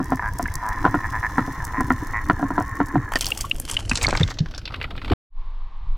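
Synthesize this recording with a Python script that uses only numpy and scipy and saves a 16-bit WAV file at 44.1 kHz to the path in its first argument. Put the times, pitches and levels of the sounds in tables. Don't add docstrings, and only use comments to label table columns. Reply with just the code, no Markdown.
import sys
import numpy as np
from scipy import signal
from scipy.fft import rfft, irfft
from scipy.io import wavfile
from scipy.ndimage import uniform_filter1d

SR = 44100
rng = np.random.default_rng(int(sys.argv[2]) if len(sys.argv) > 2 else 0)


def dump(signal):
    limited = np.clip(np.atleast_2d(signal).T, -1, 1)
    pcm = np.round(limited * 32767).astype(np.int16)
    wavfile.write(sys.argv[1], SR, pcm)


N = 263277
T = np.arange(N) / SR
SURFACE_S, CUT_S, BEACH_S = 3.17, 5.136, 5.3
BAND_LIMIT_HZ, OPEN_TREBLE_HZ = 16100, 16960
KNOCK_SCATTER = 0.1154

# (frequency [Hz], level [dB])
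SHORE_EQ = [(150, -13), (600, -19.5), (1090, -1.5), (1350, -18), (4100, -25), (8000, -52.5)]
# (frequency [Hz], level [dB])
WIND_EQ = [(21, 2.5), (30, -19), (115, -41.5), (165, -53.5)]
# (time [s], level [dB])
WIND_LEVEL = [(5.33, -18), (5.46, -27), (5.62, -25), (5.75, -33.5), (5.821, -19.5)]
# (frequency [Hz], level [dB])
SLOSH_EQ = [(20, 5.5), (50, -4), (105, -5), (170, -20)]
# (frequency [Hz], level [dB])
GURGLE_EQ = [(170, -4), (280, 3), (700, -16)]
# (time [s], level [dB])
SLOSH_LEVEL = [(1.3, -31), (2.8, -32), (3.6, -31), (4.2, -27.5), (4.599, -37.5), (5.102, -28)]
# (frequency [Hz], level [dB])
REEF_EQ = [(2650, -17), (3080, -22), (3300, -13.5), (3600, -25.5), (3870, -13), (4150, -31), (4580, -17),
           (5700, -14), (7300, -23.5), (15000, -26)]
# (time [s], level [dB])
REEF_LEVEL = [(.3, -53), (1.4, -49.5), (3.1, -57)]
# (time [s], peak level [dB])
NEAR_SNAPS = [(.158, -25), (.387, -15.5), (0.4276, -17.5), (.54, -19), (0.5553, -11.5), (0.689, -18.5),
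              (1.651, -15.5), (1.808, -19.5)]
# (frequency [Hz], level [dB])
SNAP_EQ = [(4000, 5), (5400, 12.2), (16000, 1.3)]
# (crest time [s], relative level [dB])
WAVELET_CRESTS = [(3.274, -28), (3.421, -34.5), (3.727, -33.5), (4.023, -28), (4.218, -31), (4.818, -40.5),
                  (5.11, -32)]
# (frequency [Hz], level [dB])
HISS_EQ = [(450, 10), (5200, 5.5), (16000, -0.5)]
# (time [s], starting pitch [Hz], peak level [dB])
BUBBLE_PLINKS = [(.455, 1640, -16), (.481, 1976, -25), (3.157, 1760, -11.5), (3.318, 2730, -9.5),
                 (3.441, 1106, -22.5), (3.5118, 2800, -7.5), (3.767, 2830, -7), (3.914, 2430, -10),
                 (4.045, 2100, -8.5), (4.067, 4330, -8.5), (4.232, 3510, -8)]
# (time [s], starting pitch [Hz], peak level [dB])
AIR_GULPS = [(2.97, 113, -13), (3.914, 215, -17), (4.204, 146.7, -8.5), (4.212, 400, -16.5),
             (4.226, 100.5, -11), (4.405, 139.6, -9), (5.109, 324.5, -11), (5.12, 76.4, -8.5)]
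# (time [s], level [dB])
AIR_GLUGS = [(0.429, -22), (1.072, -35.5), (1.783, -18.5), (2.025, -21.5), (2.94, -18.5)]
# (base frequency [Hz], level [dB], t60 [s])
TICK_LOW_MODES = [(984, -6, 0.062), (710, -9.5, 0.0096), (1170, -10, 0.02)]
# (base frequency [Hz], level [dB], t60 [s])
TICK_HIGH_MODES = [(1770, -2.5, 0.022), (2114, -1, 0.0027)]
# (time [s], level [dB])
TICKING_LEVEL = [(.35, -37.5), (.8, -30.5), (.92, -33.5), (3.15, -36.5)]
# (start [s], end [s], level [dB], high ring balance [dB], high ring pitch [Hz])
TICK_RUNS = [(0.194, 0.196, -10, 2.5, 1750), (0.2237, .29, -15.5, 2.5, 1647), (0.628, 0.723, -17, -5, 1680),
             (1.034, 1.069, -16.5, 5, 1770), (1.126, 1.171, -15.5, 2, 1720), (1.229, 1.266, -10, 7, 1750),
             (1.735, 1.809, -16, 2.5, 1880), (2.135, 2.192, -13.5, 7, 1930)]
# (time [s], level [dB], centre frequency [Hz])
SURFACE_SPLATS = [(3.12, -24.5, 1110), (3.136, -23, 1170), (3.156, -20.5, 4130), (3.209, -19, 5700),
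                  (3.244, -26, 4230), (3.266, -20.5, 4760), (3.375, -27.5, 6600), (3.409, -23, 6160),
                  (3.599, -24.5, 10500), (3.712, -23.5, 7400), (3.895, -22.5, 4650), (3.913, -20.5, 1500),
                  (3.955, -19.5, 4500), (3.973, -22, 5000), (4.012, -26.5, 2430), (4.028, -17.5, 9900),
                  (4.151, -19.5, 1310), (4.172, -23.5, 3570), (4.387, -26, 3650), (4.547, -34.5, 4560),
                  (4.578, -26, 6030), (4.654, -28, 3490), (4.676, -30.5, 2600), (4.741, -27, 1910),
                  (4.813, -25, 2070), (4.841, -25, 1800), (4.977, -33, 2204), (5.119, -21.5, 693)]
# (time [s], peak level [dB])
WATER_SLAPS = [(3.157, -9), (4.058, -13), (4.082, -7.5), (4.0915, -11), (4.128, -6)]
# (frequency [Hz], level [dB])
SLAP_EQ = [(150, 5), (550, -0.5), (1320, -1.5), (2200, -12)]
# (frequency [Hz], level [dB], t60 [s])
SHELL_MODES = [(730, 5, 0.026), (1000, 6, 0.024), (1373, 10.5, 0.013), (1800, 15.5, 0.0073)]
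# (time [s], clack level [dB], favoured pitch [Hz], thud level [dB])
HOUSING_KNOCKS = [(.001, -17, 953, -15.5), (0.12, -8.5, 724, -14), (.395, -13, 662, -27),
                  (.843, -11.5, 980, -27), (0.8509, -2, 1120, -11), (0.862, -5.5, 990, -26.5),
                  (0.9423, -5.5, 1160, -12.5), (1.381, -3, 1448, -12), (1.478, -23, 770, -21),
                  (1.805, -11, 1040, -13), (1.904, -4, 1510, -10), (2.298, 0, 1420, -10),
                  (2.394, -17.5, 740, -26), (2.427, -13.5, 750, -13.5), (2.504, -14.5, 1100, -18.5),
                  (2.579, -6.5, 1000, -14.5), (2.606, -13.5, 850, -26), (2.802, -6.5, 1170, -13.5),
                  (2.955, -9.5, 730, -12)]


def amp(db):
    return 10 ** (np.asarray(db) / 20)


def unit(x):
    return x / np.sqrt(np.mean(x ** 2) + 1e-20)


def unit_peak(x):
    return x / abs(signal.hilbert(x)).max()


def fader(rows):
    return amp(np.interp(T, *np.transpose(rows)))


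def eq_gain(points, hz):
    point_hz, db = np.transpose(points)
    octave, knots = np.log2(hz + 1), np.log2(point_hz)
    outside = np.maximum(knots[0] - octave, 0) + np.maximum(octave - knots[-1], 0)
    return amp(np.interp(octave, knots, db) - 23 * outside)


def filtered(x, order, hz, kind):
    return signal.sosfilt(signal.butter(order, hz, kind, fs=SR, output="sos"), x)


def eq_noise(points):
    return unit(irfft(rfft(rng.standard_normal(N)) * eq_gain(points, np.fft.rfftfreq(N, 1 / SR)), N))


def band_noise(low_hz, high_hz, size):
    return unit(filtered(rng.standard_normal(size), 2, [low_hz, high_hz], "band"))


def sharpest_click(gain):
    log_gain = np.log(np.maximum(np.r_[gain, gain[-2:0:-1]], 1e-5))
    return np.fft.ifft(np.exp(np.conj(signal.hilbert(log_gain)))).real


def wander(depth_db, size):
    drift = uniform_filter1d(uniform_filter1d(rng.standard_normal(N), size), size)
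    return amp(depth_db * np.clip(unit(drift), -2, 1))


def add(mix, s, sound):
    part = mix[..., max(round(s * SR), 0):][..., :sound.shape[-1]]
    part += sound[..., :part.shape[-1]]


def ring(modes, t, detune):
    out = np.zeros(len(t))
    for k, (hz, db, t60) in enumerate(modes):
        pitch = hz * (1 + detune * rng.standard_normal())
        out += (-1) ** k * amp(db - 60 * t / t60) * np.sin(2 * np.pi * pitch * t)
    return out


def muffled(x, edge_hz, leak_db):
    return filtered(x, 8, edge_hz, "low") + amp(leak_db) * x


def rumble(eq, level):
    noise = eq_noise(eq)
    return noise / np.sqrt(uniform_filter1d(noise ** 2, size=6000)) * fader(level)


def beach(shore_db=-52, fade_s=0.1):
    fade_in = np.clip((T - BEACH_S) / fade_s, 0, 1) ** 2
    return fade_in * (amp(shore_db) * eq_noise(SHORE_EQ) + rumble(WIND_EQ, WIND_LEVEL))


def slosh(gurgle_db=-15):
    push = rumble(SLOSH_EQ, SLOSH_LEVEL) * wander(depth_db=4.2, size=900)
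    gurgle = amp(gurgle_db) * rumble(GURGLE_EQ, SLOSH_LEVEL) * wander(depth_db=3, size=500)
    return push + gurgle


def patter(per_s, spread_db):
    size = amp(spread_db * np.minimum(rng.exponential(1, N), 4.5))
    return size * rng.choice([-1, 1], N) * (rng.random(N) < per_s / SR)


def reef_sizzle(width_db=-3, climb_per_s=0.049):
    centre, left, right = [patter(per_s=1000, spread_db=5) for _ in range(3)]
    crackle = centre + amp(width_db) * np.array([left, right]) + 0.4 * rng.standard_normal((2, N))
    hz, t, spectrum = signal.stft(crackle, SR, nperseg=512)
    resonances = eq_gain(REEF_EQ, hz[:, None] / (1 + climb_per_s * t))
    sizzle = signal.istft(spectrum * resonances, SR, nperseg=512)[1][:, :N]
    return fader(REEF_LEVEL) * unit(sizzle) * (T < SURFACE_S)


def shrimp_snaps(lesser_db=-39, tail_db=-19.5, tail_t60=0.015):
    out, t, hz = np.zeros((2, N)), T[:512], np.fft.rfftfreq(512, 1 / SR)
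    lesser = [(s, lesser_db + 4.3 * min(rng.exponential(), 3)) for s in rng.uniform(0, SURFACE_S, 110)]
    for s, db in NEAR_SNAPS + lesser:
        low_cut_hz = rng.uniform(3600, 5000)
        click = sharpest_click(eq_gain(SNAP_EQ, hz) / (1 + (low_cut_hz / (hz + 1)) ** 4))
        scatter = rng.standard_normal(len(t)) + .5 * rng.standard_normal((2, len(t)))
        tail = scatter * amp(tail_db - 60 * t / tail_t60)
        crack = signal.fftconvolve((t == 0) + tail, click[None])
        add(out, s, amp(db) * crack / abs(crack).max())
    return out


def wetness(s, wash_db_per_s=131, drain_db_per_s=114, floor_db=-44):
    washes = [amp(db - np.maximum(wash_db_per_s * (crest_s - s), drain_db_per_s * (s - crest_s)))
              for crest_s, db in WAVELET_CRESTS]
    return np.sqrt(amp(floor_db) ** 2 + np.sum(np.square(washes), axis=0))


def treble_edge(s, from_s=3.373, octaves_per_s=1.194, lowest_hz=5060):
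    return np.maximum(OPEN_TREBLE_HZ * 2 ** (-octaves_per_s * np.maximum(s - from_s, 0)), lowest_hz)


def dulled(x, shelf_db=-17, ridge_db=7, ridge_octaves=.14):
    hz, t, spectrum = signal.stft(x, SR, nperseg=192)
    hz, edge_hz = hz[:, None] + 1, treble_edge(t)
    shelf = 1 / (1 + (hz / edge_hz) ** -16)
    offset = np.log2(hz / np.minimum(.28 * edge_hz, 3450)) / ridge_octaves
    ridge = -offset * np.exp(.5 - .5 * offset ** 2)
    return signal.istft(spectrum * amp(shelf_db * shelf + ridge_db * ridge), SR, nperseg=192)[1][:, :N]


def fizz(spatter_db=-4, hiss_db=-10, span_octaves=2.88):
    spatter = np.zeros((2, N))
    for s in rng.uniform(SURFACE_S, CUT_S, size=150):
        db = spatter_db + 5.5 * min(rng.exponential(), 2)
        centre_hz = 0.77 * treble_edge(s) * 2 ** (-span_octaves * rng.random())
        add(spatter, s, wetness(s) * amp(db) * splat(s, centre_hz, skirt_db=2))
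    return spatter + eq_noise(HISS_EQ) * wetness(T) * amp(hiss_db) * (T > SURFACE_S)


def bubble(hz, db, t60, rise=0, wobble=0):
    t = T[:6000]
    shudder = wobble * unit(uniform_filter1d(rng.standard_normal(len(t)), size=90))
    pitch = hz * 2 ** (rise * np.minimum(t / t60, 1) + shudder)
    tone = np.sin(2 * np.pi * np.cumsum(pitch) / SR)
    splash = .3 * band_noise(hz / 1.2, hz * 1.2, size=len(t))
    attack = (1 - np.exp(-t / .0015)) ** 2
    return amp(db) * unit_peak((tone + splash) * amp(-60 * t / t60) * attack)


def froth(froth_db=-2, lowest_hz=450, cycles=28):
    out = np.zeros(N)
    for s in rng.uniform(SURFACE_S, CUT_S, size=90):
        hz = lowest_hz * 2 ** (2 * rng.random())
        db = froth_db + 2 * rng.standard_normal()
        add(out, s, wetness(s) * bubble(hz, db, t60=cycles / hz, rise=0.19, wobble=0.025))
    return out


def plinks_and_gulps(gulp_cycles=13.6):
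    out = np.zeros(N)
    for s, hz, db in BUBBLE_PLINKS:
        add(out, s, bubble(hz, db, t60=0.085 * (hz / 1000) ** -1.71, rise=0.12, wobble=0.049))
    for s, hz, db in AIR_GULPS:
        add(out, s, bubble(hz, db, t60=gulp_cycles / hz, rise=0.39, wobble=0.27))
    return out


def glug(db, ring_hz=278.6, push_hz=185):
    hz = ring_hz * np.exp(KNOCK_SCATTER * rng.standard_normal() / 2)
    return bubble(hz, db, t60=0.087, wobble=0.053) + bubble(push_hz, db - 5, t60=0.037)


def trapped_air(churn_db=-18.5, churn_db_per_s=293.5):
    out = np.zeros(N)
    for s, db in AIR_GLUGS:
        add(out, s, glug(db))
    churn = sum(amp(db + churn_db - churn_db_per_s * abs(T - s))
                for s, *_, db in HOUSING_KNOCKS + AIR_GLUGS)
    return out + churn * band_noise(237, 315, size=N)


def tick(s, high_db, high_hz, bend, climb_per_s=0.029):
    t = T[:1024] * bend
    low = ring(TICK_LOW_MODES, t * (1 + climb_per_s * s), detune=.012)
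    high = ring(TICK_HIGH_MODES, t * high_hz / TICK_HIGH_MODES[0][0], detune=.015)
    return unit_peak(low - amp(high_db) * high)


def faint_ticking():
    bed = np.zeros(N)
    waver = wander(depth_db=.3, size=1500)
    for s in rng.uniform(0, SURFACE_S, size=1300):
        db = 1.2 * min(rng.exponential(), 3.5)
        high_db = 1 + 1.9 * rng.standard_normal()
        add(bed, s, amp(db) * tick(s, high_db, high_hz=1770, bend=np.interp(s, T, waver)))
    bed *= wander(depth_db=1.3, size=2000)
    return bed * fader(TICKING_LEVEL) / bed[T < SURFACE_S].std()


def purr(ticks_per_s=115, slowing_oct_per_s=2.7, brightening_db_per_s=134, glide_oct_per_s=0.44):
    out = np.zeros(N)
    for start, end, db, high_db, high_hz in TICK_RUNS:
        s = start
        while s < end:
            swell_db = 4 * (np.sin(np.pi * (s - start) / (end - start)) - .5)
            past_middle_s = s - (start + end) / 2
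            bend = 2 ** (glide_oct_per_s * past_middle_s)
            sound = tick(s, high_db + brightening_db_per_s * past_middle_s, high_hz, bend)
            jitter_s, jitter_db = .0002 * rng.standard_normal(), 1.3 * rng.standard_normal()
            add(out, s + jitter_s, amp(db + swell_db + jitter_db) * sound)
            s += 2 ** (slowing_oct_per_s * (s - start)) / ticks_per_s
    return out


def splat(s, centre_hz, skirt_db, depth_db=21, fall_s=0.0117, tail_t60=0.1, push_hz=650):
    t = T[:2400]
    octaves = np.log2((np.fft.rfftfreq(512, 1 / SR) + 1) / centre_hz)
    band = amp(-depth_db * np.tanh(skirt_db * octaves ** 2 / depth_db) - 2 * abs(octaves))
    attack_s = 0.00095 * (OPEN_TREBLE_HZ / treble_edge(s)) ** 0.7
    fall_lag_s = fall_s * (.5 + rng.random())
    hit, fall = [age * np.exp(1 - age) for age in np.maximum([t, t - fall_lag_s], 0) / attack_s]
    envelope = hit + amp(-15) * fall + amp(-20 - 60 * t / tail_t60)
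    grit = rng.standard_normal(len(t)) + 0.067 * rng.standard_normal((2, len(t)))
    burst = signal.fftconvolve(grit * envelope, sharpest_click(band)[None])
    burst /= burst[:, :220].std()
    add(burst, 0, amp(-12) * envelope * band_noise(push_hz / 2, push_hz * 2, size=len(t)))
    return burst


def splats():
    out = np.zeros((2, N))
    for s, db, centre_hz in SURFACE_SPLATS:
        add(out, s, amp(db) * splat(s, centre_hz, skirt_db=12))
    return out


def slaps(churn_db=-25, churn_t60=0.075):
    out, t = np.zeros(N), T[:2000]
    body = sharpest_click(eq_gain(SLAP_EQ, np.fft.rfftfreq(1024, 1 / SR)))
    for s, db in WATER_SLAPS:
        churn = amp(churn_db - 60 * t / churn_t60) * rng.standard_normal(len(t))
        add(out, s, amp(db) * unit_peak(signal.fftconvolve((t == 0) + churn, body)))
    return out


def clack(db, focus_hz, focus_db_per_oct=9.5, scrape_db=-17):
    t = T[:6000]
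    grit = muffled(band_noise(410, 1460, size=len(t)), edge_hz=1600, leak_db=-6.5)
    scrape = grit * np.exp(-t / 0.011)
    modes = [(hz, level - focus_db_per_oct * abs(np.log2(hz / focus_hz)), t60)
             for hz, level, t60 in SHELL_MODES]
    attack = (1 - np.exp(-t / .0016)) ** 2
    shell = unit_peak(ring(modes, t, detune=.025) * attack)
    return amp(db) * (shell + amp(scrape_db) * scrape)


def knocks(pocket_hz=112, pocket_s=.03, rebound_s=.011):
    out = np.zeros(N)
    for s, db, focus_hz, thud_db in HOUSING_KNOCKS:
        scatter = np.exp(KNOCK_SCATTER * rng.standard_normal(3))
        hz, pocket_lag_s, rebound_lag_s = scatter * [pocket_hz, pocket_s, rebound_s]
        add(out, s, clack(db, focus_hz) + glug(thud_db))
        add(out, s + rebound_lag_s, clack(db - 8, focus_hz) + glug(thud_db - 9.5))
        add(out, s + pocket_lag_s, bubble(hz, thud_db - 8, t60=0.076, wobble=.1))
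    return out


def scene():
    housing = knocks() + trapped_air()
    ticks = muffled(faint_ticking() + purr(), edge_hz=2180, leak_db=-62.5)
    reef = shrimp_snaps() + reef_sizzle()
    surface = dulled(splats() + fizz() + froth()) + slaps()
    water = housing + ticks + reef + surface + plinks_and_gulps() + slosh()
    hard_cut = np.clip((CUT_S - T) / .001, 0, 1)
    return water * hard_cut + beach()


def record(dry, echo_db=-13, mono_below_hz=900, ceiling=.85):
    mid = dry.mean(0)
    echo = filtered(np.roll(mid, 17), 1, 3000, "high")
    side = filtered(dry[0] - mid + amp(echo_db) * echo, 2, mono_below_hz, "high")
    ports = mid + np.array([side, -side])
    rounded = ports / (1 + (ports / ceiling) ** 6) ** (1 / 6)
    band_limit = signal.firwin(255, BAND_LIMIT_HZ, window=("kaiser", 8), fs=SR)
    return signal.oaconvolve(rounded, band_limit[None], "same")


dry = scene()
out = record(dry)
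dump(out)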